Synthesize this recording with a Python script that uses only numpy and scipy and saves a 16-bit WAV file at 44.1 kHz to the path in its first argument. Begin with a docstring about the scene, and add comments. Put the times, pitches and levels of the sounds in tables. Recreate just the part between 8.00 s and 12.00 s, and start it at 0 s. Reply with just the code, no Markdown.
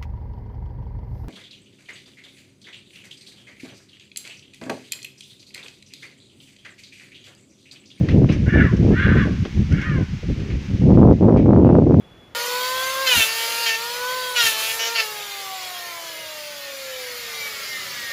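"""From the start, turbulent gusts buffet the microphone over a soft outdoor hiss, with light ticks and
scuffs close by and faint insect-like chirps. Between 0.45 and 2 s a crow caws three times from the trees
at the edge of a pasture. Its throat filters the pulses of its syrinx: each caw rises, turns hoarse as
the pulses grow irregular, falls away on a clearer tone and reverberates in the trees. A faint, far hum
follows. In the last second the wind is hardest, and large eddies slap the microphone port."""
import sys
import numpy as np
from scipy import signal
from scipy.fft import rfft, irfft, next_fast_len
from scipy.io import wavfile
from scipy.ndimage import uniform_filter1d, minimum_filter1d, map_coordinates

SR = 44100
rng = np.random.default_rng(int(sys.argv[2]) if len(sys.argv) > 2 else 0)


def output_pcm(signal):
    """Save a mono or channel-first signal as 16-bit PCM at the path in sys.argv[1].

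    Samples are clipped to [-1, 1] before scaling.
    """
    pcm = np.clip(np.atleast_2d(signal).T, -1, 1) * 32767
    wavfile.write(sys.argv[1], SR, np.round(pcm).astype(np.int16))


N = 176400
TIME = np.arange(N) / SR


def amp(db):
    """Amplitude ratio of a level in decibels."""
    return 10 ** (np.asarray(db) / 20)


def unit(x):
    """Normalisation to an rms of 1."""
    return x / np.sqrt(np.mean(x ** 2) + 1e-20)


def along(points, hz):
    """Interpolation of (frequency, value) points on a logarithmic frequency axis."""
    frequencies, values = np.transpose(points)
    return np.interp(np.log(hz + 1), np.log(frequencies + 1), values)


def curves(rows):
    """Linear interpolation in time: one value per sample for each column after the first."""
    times, *columns = np.transpose(rows)
    return [np.interp(TIME, times, column) for column in columns]


def wobble(rate):
    """Smooth random modulation: a spline with `rate` knots a second."""
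    return map_coordinates(rng.standard_normal(N // 8), [TIME * rate], mode="wrap")


def filtered(x, response):
    """Linear filtering: the spectrum of x times a frequency response."""
    size = next_fast_len(N + SR // 2)
    return irfft(rfft(x, size) * response(np.fft.rfftfreq(size, 1 / SR)), size)[:N]


def coloured(x, spectrum):
    """Spectral shaping by (Hz, dB) points, normalised to an rms of 1."""
    return unit(filtered(x, lambda hz: amp(along(spectrum, hz))))


def resonant(x, centre_hz, half_width_hz, lift_db):
    """Resonance: a bell-shaped lift around one frequency."""
    return filtered(x, lambda hz: amp(lift_db / (1 + ((hz - centre_hz) / half_width_hz) ** 2)))


def levelled(x, span_s):
    """Envelope flattening: x divided by its running rms."""
    size = int(span_s * SR)
    power = uniform_filter1d(uniform_filter1d(x * x, size), size)
    return x / np.sqrt(np.abs(power) + 1e-9)


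# One list per caw. Each row: time in seconds, pitch in Hz, roughness and beak opening from 0 to 1.
CAW_GESTURES = [
    [(.455, 480, 0.58, 0.9), (.50, 571, 0.67, 0.97), (.55, 590, 0.53, 0.95), (.61, 555, 1, 1),
     (.65, 670, 0.37, 0.93), (.68, 556, 0.4, 0.6), (.72, 477, 0.1, 0.1)],
    [(.915, 405, .25, 0.9), (.99, 503, 0.67, 1), (1.05, 589, .8, 1.0), (1.12, 494.3, 1.0, 0.89),
     (1.19, 509.5, .9, 0.9), (1.21, 615.4, 0.7, 1), (1.235, 550, 0.4, 0.7), (1.28, 474, 0.1, 1)],
    [(1.705, 431.3, 0.3, 1), (1.75, 566.7, 0.7, 0.93), (1.83, 542.5, 0.56, 0.8), (1.865, 634.6, .6, 0.52),
     (1.90, 607.5, .45, 0.76), (1.95, 555, .3, 0.37), (1.98, 521, .2, 0.46), (2.03, 486, 0.1, 0.2)],
]
# One envelope per caw. Each row: time in seconds, relative level in dB.
CAW_ENVELOPES = [
    [(0.45, -63.5), (0.47, -33.5), (0.508, -26), (0.516, -28.5), (0.544, -21.5), (0.572, -23.5),
     (0.612, -19.5), (0.632, -21), (0.67, -26), (0.73, -50.5)],
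    [(0.91, -42), (0.914, -39.5), (1.0, -19), (1.006, -23.5), (1.03, -20), (1.164, -28), (1.17, -25),
     (1.226, -23.5), (1.29, -44.5)],
    [(1.7, -53), (1.706, -47), (1.72, -36.5), (1.844, -28.5), (1.984, -35), (1.988, -44.5), (2.03, -42)],
]
# The nasal resonance of each caw. Each row: centre in Hz, lift in dB.
NASAL_RESONANCES = [(1765, 9.5), (1560, 2.5), (1620, 0.5)]
# Throat response with the beak wide open and nearly closed. Each row: frequency in Hz, gain in dB.
THROAT_OPEN = [(350, -50.5), (560, -22), (800, -34.5), (1100, -21.5), (1400, 2), (1680, -1), (2000, -2.5),
               (2400, -6.5), (3000, -12.5), (3600, -23), (5000, -37), (8000, -63.5)]
THROAT_CLOSED = [(350, -40), (560, -13), (760, -18), (950, 2), (1130, 0), (1550, -5), (2000, -14),
                 (2600, -24), (3600, -38), (8000, -75)]

def caw(gesture, envelope, nasal_resonance):
    """Source and filter: the throat shapes the syrinx pulses, and closing the beak darkens the tone."""
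    pitch_hz, roughness, opening = curves(gesture)
    level_db, = curves(envelope)
    nasal_hz, nasal_db = nasal_resonance
    source = syrinx(pitch_hz, roughness)
    nasal = resonant(source, nasal_hz, half_width_hz=390, lift_db=nasal_db)
    voice = opening * coloured(nasal, THROAT_OPEN) + (1 - opening) * coloured(source, THROAT_CLOSED)
    voice = voice + leaf_scatter(voice)
    voice = levelled(voice * rasp(roughness), span_s=0.053)
    inside_s = np.minimum(TIME - envelope[0][0], envelope[-1][0] - TIME)
    gate = np.clip(inside_s / 0.0073 + 0.5, 0, 1)
    return voice * amp(level_db - 1) * gate


def syrinx(pitch_hz, roughness, jitter=0.0573, subharmonic=0.6, air=1.84):
    """Irregular oscillation: roughness shakes the timing and size of the pulses and adds breath noise."""
    phase = 2 * np.pi * np.cumsum(pitch_hz * (1 + jitter * roughness * wobble(330))) / SR
    pulses = unit(sum(np.cos(k * phase) for k in range(1, 11)))
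    period_doubling = 1 + subharmonic * roughness * np.cos(phase / 2 + wobble(109.5))
    breath = air * roughness * rng.standard_normal(N) * (1 + np.cos(phase))
    return pulses * period_doubling + breath


def rasp(roughness, rate_hz=105, depth_db=2.5):
    """Amplitude modulation: a fast, uneven tremor in gain is heard as hoarseness."""
    tremor = np.sin(2 * np.pi * rate_hz * TIME + 2 * wobble(45))
    return amp(depth_db * roughness * (tremor + wobble(400)) / 2)


def leaf_scatter(voice, level_db=-3, t60_s=0.041):
    """Scattering: the leaves around the bird return a dense burst of early reflections."""
    response = rng.standard_normal(SR // 8) * amp(-60 * TIME[:SR // 8] / t60_s)
    return amp(level_db) * signal.fftconvolve(voice, response / np.linalg.norm(response))[:N]


# Decay of sound among the trees. Each row: frequency in Hz, time to fall 60 dB in seconds.
TREE_DECAY = [(300, 0.81), (1800, 0.36), (8000, 0.23)]

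def tree_echo(crow, level_db=-8.5):
    """Diffuse reverberation: the tree line answers with a tail whose treble dies first."""
    hz, t, spectrogram = signal.stft(rng.standard_normal(SR), SR, nperseg=256)
    decay = amp(-60 * t / along(TREE_DECAY, hz)[:, None])
    _, tail = signal.istft(spectrogram * decay, SR, nperseg=256)
    return amp(level_db) * signal.fftconvolve(crow, tail / np.linalg.norm(tail))[:N]


# Gusts and their sharper flutter, in consecutive stretches. Each row: time in seconds, level in dB.
GUST_LEVELS = [
    [(0.0, -24), (0.018, -11.5), (0.066, -26.5), (0.128, -13), (0.258, -11.5), (0.284, -26), (0.304, -14.5),
     (0.34, -20.5), (0.49, -14), (0.508, -34.5), (0.528, -14), (0.65, -12.5), (0.7, -23.5)],
    [(0.72, -15), (0.742, -12), (0.766, -20.5), (0.794, -13.5), (0.924, -14.5), (1.028, -22.5),
     (1.054, -13.5), (1.218, -14.5), (1.288, -24), (1.316, -19.5), (1.36, -24.5), (1.43, -16), (1.45, -38)],
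    [(1.47, -43), (1.538, -30), (1.56, -18.5), (1.602, -12.5), (1.674, -26.5), (1.73, -11.5),
     (1.856, -32.5), (1.874, -20), (2.0, -16), (2.046, -21.5), (2.062, -37), (2.14, -21), (2.2, -39)],
    [(2.21, -55), (2.23, -29), (2.238, -27.5), (2.328, -16.5), (2.36, -38), (2.376, -24.5), (2.438, -24.5),
     (2.45, -32), (2.552, -17.5), (2.636, -35.5), (2.752, -14.5), (2.774, -35), (2.8, -17)],
    [(2.82, -12.5), (2.934, -10), (3.098, -9), (3.188, -23), (3.262, -11), (3.292, -18), (3.348, -13.5),
     (3.388, -16), (3.47, -12), (3.532, -16), (3.556, -12.5), (3.898, -15.5), (4.0, -11)],
]
FLUTTER_LEVELS = [
    [(0.0, -69), (0.008, -29), (0.094, -35), (0.174, -20), (0.192, -26.5), (0.25, -22), (0.27, -45),
     (0.3, -20.5), (0.332, -35.5), (0.46, -41.5), (0.488, -23.5), (0.502, -46.5), (0.558, -20),
     (0.66, -28.5), (0.7, -61)],
    [(0.71, -51), (0.732, -26), (0.768, -38.5), (0.9, -17.5), (0.946, -26.5), (0.966, -44), (1.062, -35.5),
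     (1.072, -23.5), (1.14, -33), (1.162, -22), (1.244, -47.5), (1.26, -24.5), (1.416, -62), (1.46, -26),
     (1.5, -49)],
    [(1.51, -64), (1.58, -38), (1.678, -62), (1.722, -32.5), (1.844, -51), (2.012, -31.5), (2.058, -59),
     (2.224, -64), (2.234, -28), (2.274, -70), (2.296, -25), (2.324, -43.5), (2.558, -43.5), (2.572, -52.5),
     (2.8, -41)],
    [(2.81, -44), (2.816, -32.5), (2.916, -16.5), (2.962, -22), (2.974, -15.5), (3.124, -16), (3.174, -44),
     (3.22, -17), (3.366, -16), (3.442, -25.5), (3.472, -17.5), (3.796, -16.5), (3.86, -25.5),
     (3.87, -17.5), (4.0, -23)],
]

def wind():
    """Turbulence: gusts set the strength of the rumble and eddies at the microphone port."""
    gust_db, = curves(np.vstack(GUST_LEVELS))
    flutter_db, = curves(np.vstack(FLUTTER_LEVELS))
    gust_db, flutter_db = uniform_filter1d([gust_db, flutter_db], size=220)  # rounds the corners
    return rumble(gust_db) + eddies(gust_db, flutter_db)


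# Spectrum of the rumble. Each row: frequency in Hz, gain in dB.
RUMBLE_SPECTRUM = [(15, -18), (30, -15), (50, -4.5), (70, 0.5), (130, 0.5), (190, -1), (260, -15),
                   (380, -33.5), (700, -62), (1200, -96.5)]
# The deepest rumble against the rest. Each row: time in seconds, lift in dB.
BASS_LIFT = [(0, -1), (1.2, 0), (1.7, 1), (2.4, 8), (2.9, -3.5), (4, -8)]

def rumble(gust_db, bass_below_hz=75):
    """Random pressure fluctuation: low noise that follows the gusts, with a varying share of bass."""
    lift_db, = curves(BASS_LIFT)
    noise = coloured(rng.standard_normal(N), RUMBLE_SPECTRUM)
    bass = filtered(noise, lambda hz: 1 / (1 + (hz / bass_below_hz) ** 4))
    return levelled(noise + (amp(lift_db) - 1) * bass, span_s=0.046) * amp(gust_db)


# Spectra of the eddy sounds, dullest to sharpest. Each row: frequency in Hz, gain in dB.
PUFF_SPECTRUM = [(60, -28.5), (150, -4), (230, 2.5), (310, -2), (400, -12.5), (550, -29.5), (900, -60),
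                 (1500, -92.5)]
FLUTTER_SPECTRUM = [(60, -30), (200, -8), (350, 5), (500, 1), (700, -8.5), (1000, -22), (1500, -56.5),
                    (2500, -93.5)]
SNAP_SPECTRUM = [(200, -20), (600, -2), (900, 0), (1300, -8), (2000, -26), (3000, -46), (5000, -70)]

def eddies(gust_db, flutter_db, per_second=600, spread_db=4.5):
    """Shot noise: random pressure kicks make puffs, flutter and, in the strongest gusts, snaps."""
    arrivals = rng.random(N) < per_second / SR
    kicks = arrivals * np.sign(rng.standard_normal(N)) * amp(spread_db * rng.standard_normal(N))
    puffs = levelled(coloured(kicks, PUFF_SPECTRUM), span_s=0.027)
    flutter = levelled(coloured(kicks, FLUTTER_SPECTRUM), span_s=0.067)
    snaps = levelled(coloured(kicks * np.abs(kicks), SNAP_SPECTRUM), span_s=0.081)
    puff_db = gust_db + 0.49 * (flutter_db - gust_db)
    snap_db = -36.5 + 2.9 * (flutter_db + 17.5)  # 2.9 dB for each dB of flutter
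    return puffs * amp(puff_db) + flutter * amp(flutter_db - 2) + snaps * amp(snap_db)


# The hardest slaps of wind. Each row: time in seconds, peak level in dB.
SLAPS = [(0.245, -11.5), (0.869, -20), (2.917, -17), (2.975, -3), (3.029, -12.5), (3.296, -10),
         (3.325, -14), (3.463, -14), (3.509, -10), (3.533, -4.5), (3.563, -7), (3.692, -8), (3.701, -8),
         (3.753, -4), (3.922, -14.5), (3.944, -8)]
# Spectrum of one slap. Each row: frequency in Hz, gain in dB.
SLAP_SPECTRUM = [(60, -16), (200, -4), (400, 0), (600, -1), (900, -6), (1300, -14), (2000, -28),
                 (3000, -44), (5000, -70)]

def slaps():
    """Impulse response: each large eddy that hits the port gives one short, dull pressure pulse."""
    kicks = np.zeros(N)
    for time_s, peak_db in SLAPS:
        kicks[round(time_s * SR)] = amp(peak_db) * np.sign(rng.standard_normal())
    pulse_peak = np.mean(amp(along(SLAP_SPECTRUM, np.fft.rfftfreq(SR, 1 / SR))))
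    return filtered(kicks, lambda hz: amp(along(SLAP_SPECTRUM, hz))) / pulse_peak


# Ticks and scuffs. Each row: start in seconds, level in dB, attack in seconds,
# time to fall 60 dB in seconds, resonance in Hz, treble lift in dB.
TICKS = [(0.086, -26.5, 0.0014, 0.083, 1880, -4.5), (0.106, -35, .004, 0.14, 2700, -0.5),
         (.287, -30.5, .006, 0.29, 2650, -4), (0.313, -32, 0.014, 0.14, 2250, 7),
         (0.764, -40.5, .004, .1, 3000, 9), (1.451, -33, 0.0011, 0.081, 1006, -2),
         (1.722, -33.5, 0.0047, 0.016, 2850, 11.5), (1.813, -33.5, 0.0024, 0.076, 2400, 6),
         (1.895, -35.5, 0.0013, .03, 2510, 3), (2.395, -40, 0.0042, 0.13, 2940, 1),
         (2.499, -38.5, 0.0053, 0.24, 2240, -8), (3.363, -39, 0.01, 0.33, 2300, -0.5),
         (3.639, -48.5, 0.0039, 0.44, 2700, -9.5)]
# Their common spectrum. Each row: frequency in Hz, gain in dB.
TICK_SPECTRUM = [(300, -8), (1000, -5), (1500, -1.5), (1850, 0.5), (2500, 0.5), (3400, -5), (4500, -10.5),
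                 (6000, -11.5), (7500, -30.5), (10000, -36), (15000, -59)]

def ticks(treble_above_hz=5000):
    """Damped contact noise: small dry touches nearby rise fast and decay with one broad resonance."""
    out = np.zeros(N)
    for start_s, level_db, attack_s, t60_s, ring_hz, treble_db in TICKS:
        age = np.maximum(TIME - start_s, 0)
        rise = np.minimum(age / attack_s, 1)
        decay = amp(-60 * np.maximum(age - attack_s, 0) / t60_s)
        noise = resonant(rng.standard_normal(N), ring_hz, half_width_hz=230, lift_db=8)
        noise = filtered(noise, lambda hz: amp(treble_db * (hz > treble_above_hz)))
        out += amp(level_db) * rise * decay * coloured(noise, TICK_SPECTRUM)
    return out


# Spectrum of the hiss. Each row: frequency in Hz, gain in dB.
HISS_SPECTRUM = [(100, 14), (400, -12.5), (800, -5), (1300, -3.5), (2200, 2), (3000, -1.5), (4000, -6.5),
                 (6000, -8.5), (6700, -13), (7500, -20.5), (8500, -26.5), (9800, -28.5), (10400, -34),
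                 (15500, -35)]
# Its envelope. Each row: time in seconds, level in dB.
HISS_ENVELOPE = [(0, -43), (.22, -44), (.6, -41.5), (1.4, -40), (2.5, -41.5), (2.82, -41.5), (3.05, -47),
                 (3.3, -49), (3.6, -51.5), (4, -48.5)]

def hiss(waver_db=0.83):
    """Broadband noise: the open field and its foliage hiss at a gently wavering level."""
    level_db, = curves(HISS_ENVELOPE)
    return coloured(rng.standard_normal(N), HISS_SPECTRUM) * amp(level_db + waver_db * wobble(14))


# A distant hum. One row: start in seconds, length in seconds, midpoint pitch in Hz, peak level in dB.
FAR_HUM = (2.31, .36, 392, -41)

def far_hum(sag_hz_per_s=70):
    """Frequency glide: a soft, unsteady tone sinks in pitch as it swells and fades."""
    start_s, length_s, pitch_hz, peak_db = FAR_HUM
    age = np.clip(TIME - start_s, 0, length_s)
    phase = 2 * np.pi * np.cumsum(pitch_hz - sag_hz_per_s * (age - length_s / 2)) / SR
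    return amp(peak_db) * np.sin(np.pi * age / length_s) * np.sin(phase + 0.5 * wobble(40))


# Insect-like chirps. Each row: start in seconds, length in seconds, pitch in Hz, peak level in dB.
CHIRPS = [(.15, 0.057, 9480, -68), (.17, 0.065, 12300, -68), (1.147, 0.035, 12270, -65)]

def chirps():
    """Random phase modulation: thin, very high tones waver as they swell and fade."""
    out = np.zeros(N)
    for start_s, length_s, pitch_hz, peak_db in CHIRPS:
        swell = np.sin(np.pi * np.clip((TIME - start_s) / length_s, 0, 1))
        out += amp(peak_db) * swell * np.sin(2 * np.pi * pitch_hz * TIME + wobble(150))
    return out


def scene():
    """Superposition: the crow, its echo, the wind and the background add in one channel."""
    crow = sum(caw(*call) for call in zip(CAW_GESTURES, CAW_ENVELOPES, NASAL_RESONANCES))
    return (crow + tree_echo(crow) + wind() + slaps() + hiss() + ticks() + chirps() + far_hum())[None]


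def record(dry):
    """Peak limiting: the gain dips briefly around peaks above full scale; a low-pass filter follows."""
    pressure = dry[0]
    needed_gain = np.minimum(1, 1 / (np.abs(pressure) + 1e-9))
    held_gain = minimum_filter1d(needed_gain, size=400)
    gain = uniform_filter1d(uniform_filter1d(held_gain, size=200), size=200)
    return filtered(pressure * gain, lambda hz: hz < 15700)[None]


dry = scene()
out = record(dry)
output_pcm(out)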